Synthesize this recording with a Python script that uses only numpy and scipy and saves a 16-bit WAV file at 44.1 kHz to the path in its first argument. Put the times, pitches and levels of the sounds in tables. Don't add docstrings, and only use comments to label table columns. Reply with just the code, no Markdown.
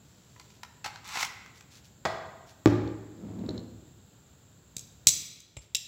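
import sys
import numpy as np
from scipy import signal
from scipy.fft import rfft, irfft, next_fast_len
from scipy.io import wavfile
from scipy.ndimage import uniform_filter1d, minimum_filter1d, map_coordinates

SR = 44100
rng = np.random.default_rng(int(sys.argv[2]) if len(sys.argv) > 2 else 0)


def log_audio(samples):
    frames = np.atleast_2d(samples).T
    limited = np.clip(frames, -1, 1)
    pcm = np.round(limited * 32767).astype(np.int16)
    wavfile.write(sys.argv[1], SR, pcm)


N = 258911

# start in seconds, level in dB, scuff length in seconds, brightness in dB per octave.
GRIP_CLICKS = [(0.362, -54, 0.011, -3), (.397, -47, 0.014, 3.5), (0.503, -56.5, 0.0087, 2),
               (.632, -38.5, 0.011, 2), (0.8431, -34.5, .05, 0.5), (.859, -32, 0.024, -0.5),
               (0.9586, -43.5, 0.0046, -1), (1.0765, -45, 0.0042, 9), (1.153, -33.5, 0.031, 0),
               (1.171, -30.5, 0.019, -1), (1.209, -31.5, 0.0043, 4), (1.228, -25, 0.011, 0.5),
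               (1.248, -35, 0.021, 6.5), (1.461, -50.5, 0.0035, 3.5), (1.608, -49.5, 0.0084, 3)]
# frequency in Hz, level in dB.
GRIP_COLOUR = [(100, -18), (600, -10), (810, 4.5), (1050, 0.5), (1300, 4), (1650, 0), (2100, 2),
               (3000, -3.5), (4200, -6.5), (6000, -7), (7700, -12), (9000, -23), (15500, -25)]
# frequency in Hz, level in dB, time to fall 60 dB in seconds.
GRIP_MODES = [(863, 5, 0.042), (998, 8, 0.036), (1410, -1, 0.02), (2036, 3.5, 0.036), (2595, -7.5, 0.02),
              (3414, 4, 0.024), (4230, 1.5, 0.014), (5320, -8.5, 0.015), (5970, -9.5, 0.018)]
def grip():
    clicks = blows(GRIP_CLICKS, GRIP_COLOUR, GRIP_MODES,
                   ring_db=-8, scuff_db=27, wet_db=-8, rise_s=0.00077)
    shell = body(GRIP_COLOUR, tilt_db=3) + amp(-6.5) * ring(GRIP_MODES)
    grit = unit(signal.fftconvolve(slips(rate=4000, spread_db=3.5), shell)[:N])
    pull = stroke(start_s=1.042, length_s=0.19, db=-32, swell_db=18, attack_s=0.002, release_s=0.0081)
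    scrape = room(pull * grit, wet_db=-11.5)
    return clicks + scrape + hand_thuds([(s, db - 28) for s, db, _, _ in GRIP_CLICKS])


# start in seconds, level in dB, level of the thud in the hand in dB.
SNAPS = [(4.766, -32, -42), (4.793, -39.5, -60), (5.07, -2.5, -24), (5.403, -43, -70)]
# frequency in Hz, level in dB.
FOLLOWER_COLOUR = [(200, -36), (1700, -24.5), (2300, -11.5), (3000, -12), (3950, -2), (4500, -8),
                   (5100, -0.5), (6200, 1.5), (7300, 3.5), (7900, 3), (8900, -16.5), (12000, -14.5),
                   (15500, -16.5)]
# frequency in Hz, level in dB, time to fall 60 dB in seconds.
FOLLOWER_MODES = [(4046, 3, 0.073), (4130, -1, 0.066), (5020, 3.5, .04), (6400, 1.5, .03),
                  (7100, 11.5, 0.042), (7700, -3, .05)]
def follower():
    chatter_above_db = -20
    hits = []
    for s, db, _ in SNAPS:
        hits += rebounds(s, db, gap_s=0.005, change_db=-9.5, count=4 if db > chatter_above_db else 0)
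    rows = contacts(hits, scuff_s=0.0048, tilt_db=1, tilt_per_db=0)
    snaps = blows(rows, FOLLOWER_COLOUR, FOLLOWER_MODES,
                  ring_db=-9.5, scuff_db=28.5, wet_db=-8, rise_s=0.0015)
    return snaps + hand_thuds([(s, thud_db) for s, _, thud_db in SNAPS])


# start in seconds, level in dB.
CLACKS = [(5.5674, -34), (5.590, -51), (5.7481, -17)]
# frequency in Hz, level in dB.
LIP_COLOUR = [(200, -44), (1500, -22.5), (2100, -6.5), (2750, 4), (3250, -3), (3800, 5), (4400, -10),
              (5000, 1.5), (6100, -4), (7300, -0.5), (8100, -9.5), (9000, -18), (11500, -18),
              (15500, -18.5)]
# frequency in Hz, level in dB, time to fall 60 dB in seconds.
LIP_MODES = [(2760, -20, 0.013), (3710, -20, .015), (5390, -9, 0.028), (5270, -7, 0.022), (7500, 13, 0.021)]
def lips():
    hits = []
    for s, db in CLACKS:
        hits += rebounds(s, db, gap_s=0.0038, change_db=-1, count=1)
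    rows = contacts(hits, scuff_s=0.0093, tilt_db=3.5, tilt_per_db=1.03)
    return blows(rows, LIP_COLOUR, LIP_MODES, ring_db=-7, scuff_db=15, wet_db=-9.5, rise_s=0.00043)


# frequency in Hz, level in dB.
MUZZLE_COLOUR = [(40, -30.5), (95, 0.5), (170, -4.5), (450, -3), (720, 0), (1200, -9.5), (2000, -11),
                 (2500, -19.5), (3500, -19), (5000, -21), (6000, -26.5), (7000, -23), (9000, -42.5),
                 (15500, -44.5)]
# frequency in Hz, level in dB, time to fall 60 dB in seconds.
MUZZLE_MODES = [(107, -15.5, 0.25), (630, 6.5, 0.087), (690, 6, 0.07), (808, 3, 0.07), (1100, -8.5, .05),
                (1218, 5, 0.03)]
def muzzle():
    taps = rebounds(s=2.0525, db=-24, gap_s=0.0055, change_db=-0.5, count=1)
    rows = contacts(taps, scuff_s=0.013, tilt_db=0.5, tilt_per_db=0.5)
    return blows(rows, MUZZLE_COLOUR, MUZZLE_MODES, ring_db=-2, scuff_db=6, wet_db=-3, rise_s=0.0011)


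# start in seconds, level in dB.
THUMPS = [(2.659, -9), (2.674, -19.5), (3.439, -34.5), (3.489, -28.5)]
# frequency in Hz, level in dB.
TABLE_COLOUR = [(42, -47.5), (68, -12), (130, -15), (220, -7), (290, 1.5), (460, -7), (560, -12),
                (900, -23.5), (1900, -25.5), (2600, -32), (3700, -32.5), (7500, -38), (9000, -53.5),
                (15500, -53)]
# frequency in Hz, level in dB, time to fall 60 dB in seconds.
TABLE_MODES = [(275, 3, 0.075), (409, -4.5, 0.064), (622, -17.5, .2), (826, -19, .1), (1179, -20, .08)]
# frequency in Hz, level in dB, time to fall 60 dB in seconds.
STANDING_WAVES = [(68, -9.5, .6), (108.76, 9, 0.88), (164, -8.5, .6), (192, -11.5, 1), (253, -15.5, 0.95),
                  (461, -10.5, .55)]
def table_thumps():
    rows = contacts(THUMPS, scuff_s=0.0054, tilt_db=-1.5, tilt_per_db=0.12)
    thumps = blows(rows, TABLE_COLOUR, TABLE_MODES,
                   ring_db=-6.5, scuff_db=-14, wet_db=-4.5, rise_s=0.0013)
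    for s, db in THUMPS:
        add(thumps, s, amp(db - 20) * onset_unit(ring(STANDING_WAVES)))
    return thumps


# frequency in Hz, level in dB.
JUDDER_COLOUR = [(30, -48), (48, -20), (70, 3.5), (140, 3.5), (200, 7), (420, -5), (600, -15.5),
                 (1500, -29), (4000, -39), (9000, -53)]
def table_drag():
    push = stroke(start_s=3.165, length_s=0.39, db=-38.5, swell_db=7, attack_s=0.0076, release_s=0.033)
    judder = push * unit(slips(rate=600, spread_db=1.5))
    resonance = body(JUDDER_COLOUR) + amp(-3) * ring(STANDING_WAVES)
    return room(signal.fftconvolve(judder, resonance)[:N], wet_db=-3.5)


# start in seconds, level in dB.
TICKS = [(2.876, -49.5), (3.392, -60), (3.463, -55.5), (3.4914, -38), (3.5782, -40.5)]
# frequency in Hz, level in dB.
TICK_COLOUR = [(500, -13), (2600, -21), (3400, 4), (4200, 12), (5200, -2), (7000, -2), (9000, -48),
               (15500, -32)]
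# frequency in Hz, level in dB, time to fall 60 dB in seconds.
TICK_MODES = [(3950, -2, 0.0071), (3840, 0, 0.013)]
def loose_parts():
    rows = contacts(TICKS, scuff_s=0.0079, tilt_db=-5.5, tilt_per_db=-0.03)
    return blows(rows, TICK_COLOUR, TICK_MODES, ring_db=-28, scuff_db=0, wet_db=-11, rise_s=0.00036)


# frequency in Hz, level in dB.
PALM_COLOUR = [(30, -5.5), (110, 15.5), (280, 3.5), (700, -8), (1500, -29), (4000, -52.5)]
def hand_thuds(jolts):
    track = np.zeros(N)
    thud = onset_unit(body(PALM_COLOUR))
    for s, db in jolts:
        add(track, s, amp(db) * thud)
    return room(track, wet_db=-8)


# start in seconds, length in seconds, level in dB.
BRUSHES = [(0.025, .55, -67.5), (1.54, .04, -59), (1.70, 0.077, -56.5), (1.835, 0.022, -58),
           (2.46, 0.048, -58.5), (5.608, 0.012, -50)]
# frequency in Hz, level in dB.
SKIN_COLOUR = [(200, -32), (1200, 1.5), (3500, 8), (6500, 8), (7800, -2), (9000, -4.5), (12000, -5.5),
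               (15500, -8)]
def fingers():
    pressure = sum(stroke(*brush, swell_db=2, attack_s=0.012, release_s=0.018) for brush in BRUSHES)
    friction = unit(coloured(slips(rate=1000, spread_db=0), SKIN_COLOUR))
    return room(pressure * friction, wet_db=-9)


# delay in seconds, level against the direct sound in dB.
WALL_ECHOES = [(.0042, -24), (0.0152, -16.5), (0.0161, -12.5)]
def walls(x):
    return x + sum(amp(db) * np.pad(x, (round(delay * SR), 0))[:N] for delay, db in WALL_ECHOES)


# frequency in Hz, time to fall 60 dB in seconds.
ROOM_DECAY = [(50, 0.98), (110, 0.98), (210, 1), (560, 1), (1470, 1), (3880, 0.8), (7500, 0.51),
              (14000, 0.56)]
def tail():
    hz, t, noise = signal.stft(rng.standard_normal(SR), SR, nperseg=256)
    decay = amp(-60 * t / along(ROOM_DECAY, hz)[:, None])
    response = signal.istft(noise * decay, SR, nperseg=256)[1][:SR]
    response *= 1 - np.exp(-np.arange(SR) / SR / 0.0013)
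    return response / np.linalg.norm(response)


def room(x, wet_db):
    return walls(x) + amp(wet_db) * signal.fftconvolve(x, tail())[:N]


# frequency in Hz, level in dB.
AIR_COLOUR = [(15, -54.5), (25, -20.5), (70, -.5), (125, 2.5), (309, -10.5), (516, -14.5), (1160, -22),
              (1400, -19.5), (2110, -27), (3820, -22.5), (5880, -30.5), (7510, -14), (8590, -41),
              (14400, -31.5), (16000, -31.5)]
# frequency in Hz, side level against mid in dB.
AIR_WIDTH = [(300, -51.5), (1300, -44.5), (2400, -33.5), (4400, -28), (7500, -30.5), (9000, -2),
             (15000, -11)]
def air():
    mid = unit(coloured(rng.standard_normal(N), AIR_COLOUR))
    side = coloured(unit(coloured(rng.standard_normal(N), AIR_COLOUR)), AIR_WIDTH)
    return amp(-57.5 + 0.17 * wobble(rate=9.7)) * np.array([mid + side, mid - side])


def blows(rows, colour, modes, ring_db, scuff_db, wet_db, rise_s):
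    direct, diffuse = np.zeros(N), np.zeros(N)
    t = np.arange(SR // 16) / SR
    for s, db, scuff_s, tilt_db in rows:
        envelope = (1 - np.exp(-t / rise_s)) * amp(-30 * t / scuff_s)
        scuff = rng.standard_normal(len(t)) * envelope
        force = amp(scuff_db) * scuff / np.linalg.norm(scuff)
        force[0] += 1
        struck = body(colour, tilt_db) + amp(ring_db) * ring(modes)
        hit = amp(db) * onset_unit(signal.fftconvolve(force, struck[:SR // 2]))
        add(direct, s, hit)
        add(diffuse, s, amp(wet_db) * signal.fftconvolve(hit, tail()))
    return walls(direct) + diffuse


def contacts(hits, scuff_s, tilt_db, tilt_per_db):
    hardest_db = max(db for _, db in hits)
    return [(s, db, scuff_s, tilt_db + tilt_per_db * (db - hardest_db)) for s, db in hits]


def rebounds(s, db, gap_s, change_db, count):
    return [(s + k * gap_s, db + change_db * (k > 0)) for k in range(count + 1)]


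def body(colour, tilt_db=0, size=8192):
    hz = np.fft.rfftfreq(size, 1 / SR)
    gain = amp(along(colour, hz) + tilt_db * np.log2(np.clip(hz, 100, 8000)))
    cepstrum = irfft(np.log(gain))
    causal = 2 * cepstrum[:size // 2] * (np.arange(size // 2) > 0)
    response = irfft(np.exp(rfft(causal, size)))
    return np.pad(response / np.linalg.norm(response), (0, SR - size))


def ring(modes):
    t = np.arange(SR) / SR
    ringing = np.zeros(SR)
    for hz, db, t60 in modes:
        sign = rng.choice([-1, 1])
        ringing += sign * amp(db + rng.normal(0, 1) - 60 * t / t60) * np.sin(2 * np.pi * hz * t)
    cutoff_hz = 0.7 * min(modes)[0]
    ringing = signal.sosfilt(signal.butter(2, cutoff_hz, "high", fs=SR, output="sos"), ringing)
    return ringing / np.linalg.norm(ringing)


def stroke(start_s, length_s, db, swell_db, attack_s, release_s):
    t = np.maximum(np.arange(N) / SR - start_s, 0)
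    to_go = np.maximum(1 - t / length_s, 0)
    attack = 1 - np.exp(-t / attack_s)
    release = np.exp(-np.maximum(t - length_s, 0) / release_s)
    return amp(db - swell_db * to_go) * attack * release


def slips(rate, spread_db):
    jerks = (rng.random(N) < rate / SR) * rng.choice([-1, 1], N)
    return jerks * amp(spread_db * rng.standard_normal(N))


def wobble(rate):
    knots = rng.standard_normal(int(N * rate / SR) + 4)
    return map_coordinates(knots, [np.arange(N) * rate / SR])


def coloured(x, colour):
    size = next_fast_len(N + SR // 4)
    gain = amp(along(colour, np.fft.rfftfreq(size, 1 / SR)))
    return irfft(rfft(x, size) * gain, size)[:N]


def along(points, hz):
    frequencies, values = np.transpose(points)
    return np.interp(np.log(hz + 1), np.log(frequencies), values)


def amp(db):
    return 10 ** (np.asarray(db) / 20)


def unit(x):
    return x / np.sqrt(np.mean(x ** 2) + 1e-20)


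def onset_unit(sound):
    return sound / np.sqrt(np.mean(sound[:SR // 200] ** 2))


def add(track, s, sound):
    start = round(s * SR)
    track[start:start + len(sound)] += sound[:N - start]


# frequency in Hz, side level against mid in dB.
TREBLE_FIZZ = [(2400, -71), (4400, -47.5), (8000, -35.5), (15000, -20.5)]
def scene():
    mid = grip() + follower() + lips() + muzzle()
    mid += table_thumps() + table_drag() + loose_parts() + fingers()
    scatter = rng.standard_normal(SR // 100)
    scattered = signal.fftconvolve(mid, scatter / np.linalg.norm(scatter))[:N]
    side = coloured(scattered, TREBLE_FIZZ)
    return np.array([mid + side, mid - side]) + air()


def limiter(x, ceiling_db, recovery_db_per_s):
    window = SR // 500
    peak = -minimum_filter1d(-np.abs(x).max(0), window)
    excess_db = np.maximum(20 * np.log10(peak + 1e-9) - ceiling_db, 0)
    recovery_db = recovery_db_per_s * np.arange(N) / SR
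    cut_db = np.maximum.accumulate(excess_db + recovery_db) - recovery_db
    return x * amp(-uniform_filter1d(cut_db, window))


def record(dry):
    low_cut_hz, top_hz = 45, 15850
    lean = signal.sosfilt(signal.butter(4, low_cut_hz, "high", fs=SR, output="sos"), dry)
    held = limiter(lean, ceiling_db=-0.7, recovery_db_per_s=2.5)
    size = next_fast_len(N + SR // 4)
    hz = np.fft.rfftfreq(size, 1 / SR)
    return irfft(rfft(held, size) / (1 + (hz / top_hz) ** 300), size)[:, :N]


dry = scene()
out = record(dry)
log_audio(out)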